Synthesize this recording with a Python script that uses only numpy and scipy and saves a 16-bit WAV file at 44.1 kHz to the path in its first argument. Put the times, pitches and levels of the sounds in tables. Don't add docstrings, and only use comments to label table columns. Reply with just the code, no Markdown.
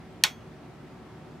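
import sys
import numpy as np
from scipy import signal
from scipy.io import wavfile
from scipy.ndimage import uniform_filter1d

SR = 44100
rng = np.random.default_rng(int(sys.argv[2]) if len(sys.argv) > 2 else 0)


def wav_out(sig):
    wavfile.write(sys.argv[1], SR, np.round(np.clip(np.atleast_2d(sig).T, -1, 1) * 32767).astype(np.int16))


N = 61739


def gain_of(db):
    return 10 ** (np.asarray(db) / 20)


def evened(x):
    return x / np.sqrt(np.mean(x ** 2) + 1e-20)


def read_curve(points, hz):
    f, value = np.transpose(points)
    return np.interp(np.log(hz + 1), np.log(f + 1), value)


def highpass(x, hz):
    return signal.sosfilt(signal.butter(4, hz, "high", fs=SR, output="sos"), x)


def drift(t, top_hz):
    total = 0
    for f in np.geomspace(.5, top_hz, num=20):
        total = total + np.sin(2 * np.pi * (f * t + rng.random())) / np.sqrt(f)
    return evened(total)


def stereo_noise(size, likeness, field_db):
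    hop = size // 4
    frames = N // hop + 5
    hz = np.fft.rfftfreq(size, 1 / SR)[:, None]
    a, b, c, d = rng.standard_normal((frames, len(hz), 4)).T
    like = np.clip(read_curve(likeness, hz), -1, 1)
    left, other = a + 1j * b, c + 1j * d
    right = like * left + np.sqrt(1 - like ** 2) * other
    shaped = np.array([left, right]) * gain_of(field_db(hz, np.arange(frames) * hop / SR))
    return signal.istft(shaped, nperseg=size, noverlap=size - hop)[1][:, :N]


# f/Hz, left over right level/dB
PORT_BALANCE = [(600, 0), (2500, -1), (5000, 0.503), (7000, -2), (9000, 0), (11000, -1.5), (14500, 1)]
# f/Hz, left lead/rad
PORT_LEAD = [(600, .3), (2500, 0.48), (5000, .1), (7000, .5), (9000, 0.55), (11000, .5), (13500, 1.5),
             (15000, .6)]


def ring(modes, start, rise_s=1e-5):
    out = np.zeros((2, N))
    first = int(start * SR)
    span = slice(first, first + int(SR * max(row[2] for row in modes)))
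    t = np.maximum(np.arange(N)[span] / SR - start, 0)
    side = np.array([[.5], [-.5]])
    for k, (hz, db, t60) in enumerate(modes):
        level = gain_of(side * read_curve(PORT_BALANCE, hz) + db - 60 * t / t60)
        wave = np.sin(2 * np.pi * hz * t + side * read_curve(PORT_LEAD, hz))
        out[:, span] -= (-1) ** k * level * wave
    out[:, span] *= 1 - np.exp(-t / rise_s)
    return out


# t/s, relative level/dB
BLOWS = [(.2368, -22), (.23745, 0), (.23815, -7), (.2391, -14)]
# f/Hz, relative level/dB, t60/s
HOUSING_MODES = [(1829, -8.5, .02), (2330, -8.5, .02), (2640, -11, .018), (3330, -2.5, .014),
                 (3800, -5, .012), (4380, 0, 0.0081), (5660, -6, 0.011), (6350, -5, .014),
                 (7975, -8.5, .01), (8900, -10.5, 0.013), (11180, -8, 0.0098), (13900, -18.5, .008),
                 (15100, -10.5, .009), (15200, -16.5, .008)]
HOUSING_DB, RADIATES_HZ = -5, 1500


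def housing():
    rung = sum(gain_of(db) * ring(HOUSING_MODES, s, rise_s=.0001) for s, db in BLOWS)
    return gain_of(HOUSING_DB) * highpass(rung, RADIATES_HZ)


# f/Hz, level/dB, t60/s
SPRING_MODES = [(3311, -35, .27), (4398, -42, .25), (6326, -51, .44), (9938, -59, .28), (10750, -55, .26),
                (10800, -57, .22), (11310, -56, .2), (11520, -56, .2), (12090, -54, .22), (13140, -51, .22),
                (13770, -48, .27)]
SPRING_RISE_S = .004


def spring():
    return ring(SPRING_MODES, BLOWS[1][0], SPRING_RISE_S)


# f/Hz, relative level/dB, t60/s
PANEL_MODES = [(620, -12.5, 0.056), (837, -8, .15), (880, 2, .03), (1051, -8, 0.12), (1467, -4.5, .05),
               (2040, 4, .04), (2330, 3.5, .06), (3347, 5, 0.035), (3720, 4.5, .05), (5290, -1, 0.055),
               (6670, -1, .03), (6850, -0.5, 0.037)]
PANEL_DB, PANEL_LAG_S, PANEL_RISE_S = -27, .0025, .002


def panel():
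    return gain_of(PANEL_DB) * ring(PANEL_MODES, BLOWS[1][0] + PANEL_LAG_S, PANEL_RISE_S)


# delay t/s, level under the housing/dB, dulling f/Hz
ECHOES = [(.0029, -18.5, 4000), (.0048, -18.5, 6760), (.0063, -18, 4000), (.009, -19, 3000),
          (0.014, -22, 6000), (0.0147, -26, 6000)]


def bench(x):
    out = np.zeros_like(x)
    for delay, db, dull_hz in ECHOES:
        k = round(delay * SR)
        dulled = signal.lfilter(*signal.butter(2, min(dull_hz, 20000), fs=SR), x)
        out[:, k:] += gain_of(db) * dulled[:, :-k]
    return out


# f/Hz, relative level per Hz/dB
TAIL_COLOUR = [(400, -30), (600, -14), (1370, -6), (1830, -9), (2320, 0.05), (2800, -8), (3600, -3),
               (4700, -14), (5500, -9), (7500, -17), (10500, -24), (13800, -23), (15500, -32), (16400, -50)]
# f/Hz, t60/s
TAIL_T60 = [(500, 0.18), (1000, 0.16), (2000, 0.15), (4000, 0.14), (8000, 0.15), (16000, 0.11)]
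# f/Hz, likeness/0-1
TAIL_LIKENESS = [(500, .6), (1650, 0.47), (5000, 1), (9000, 0.56), (15000, 0.22)]
TAIL_DB, TAIL_RISE_S, TAIL_LOW_HZ = -20, .006, 550


def room():
    start = BLOWS[1][0]

    def field(hz, t):
        fade_db = 60 * np.clip(t - start, 0, 1) / read_curve(TAIL_T60, hz)
        return read_curve(TAIL_COLOUR, hz) - fade_db

    tail = stereo_noise(256, TAIL_LIKENESS, field)
    rise = np.clip((np.arange(N) / SR - start) / TAIL_RISE_S, 0, 1)
    k = round(start * SR)
    head = tail[:, k - 2000:k]
    heard = gain_of(TAIL_DB) * rise * tail / np.sqrt(np.mean(head ** 2))
    return highpass(heard, TAIL_LOW_HZ)


# multiple of HUM_HZ, mean level/dB rms
HUM = [(1, -61), (2, -57.5), (3, -65), (4, -64.5), (5, -59.5), (6, -64.5), (7, -68), (8, -68.5), (9, -72),
       (10, -65.5), (12, -71.5)]
# f/Hz, mean level/dB rms
TONES = [(55, -68), (241, -63), (1152, -78.5), (1319, -70.5)]
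HUM_HZ, WAVER_DB = 75.13, 0.5


def hum():
    t = np.arange(N) / SR
    coarse_t = np.arange(0, N, 64) / SR
    out = np.zeros(N)
    for hz, db in [(k * HUM_HZ, db) for k, db in HUM] + TONES:
        waver = np.interp(t, coarse_t, drift(coarse_t, top_hz=3.3))
        level = np.sqrt(2) * gain_of(db + WAVER_DB * waver)
        out += level * np.sin(2 * np.pi * (hz * t + rng.random()))
    return out


# f/Hz, relative level per Hz/dB
AIR_COLOUR = [(20, -43.5), (35, -36.5), (55, -14.5), (90, -16.5), (110, -0.5), (135, -7.5), (165, -0.5),
              (198, -7), (220, -3), (270, -8), (360, -6.5), (410, -14.5), (500, -19), (640, -14),
              (900, -17), (2000, -24), (5000, -36), (14300, -50.5), (16400, -60)]
# f/Hz, likeness/0-1
AIR_LIKENESS = [(60, .9), (130, .94), (290, 0.92), (640, .6), (1400, 0.78), (3100, 0.4), (7000, 0.12),
                (15000, .1)]
AIR_DB, PATCH_DB, SWELL_DB = -47.5, 1, 0.04


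def air():
    def field(hz, t):
        patches = rng.standard_normal((len(t), len(hz))).T
        patches = uniform_filter1d(patches, size=32, axis=0)
        patches = evened(uniform_filter1d(patches, size=3, axis=1))
        return read_curve(AIR_COLOUR, hz) + PATCH_DB * patches + SWELL_DB * drift(t, top_hz=1.9)
    return gain_of(AIR_DB) * evened(stereo_noise(4096, AIR_LIKENESS, field))


def scene():
    shell = housing()
    snap = shell + spring() + panel()
    return snap + bench(shell) + room() + air() + hum()


CEILING, EDGE_HZ = 1., 16450


def record(dry):
    clipped = np.clip(dry, -CEILING, CEILING)
    lowpass = signal.firwin(767, EDGE_HZ, window=("kaiser", 9), fs=SR)
    return signal.oaconvolve(clipped, lowpass[None], "same")


dry = scene()
out = record(dry)
wav_out(out)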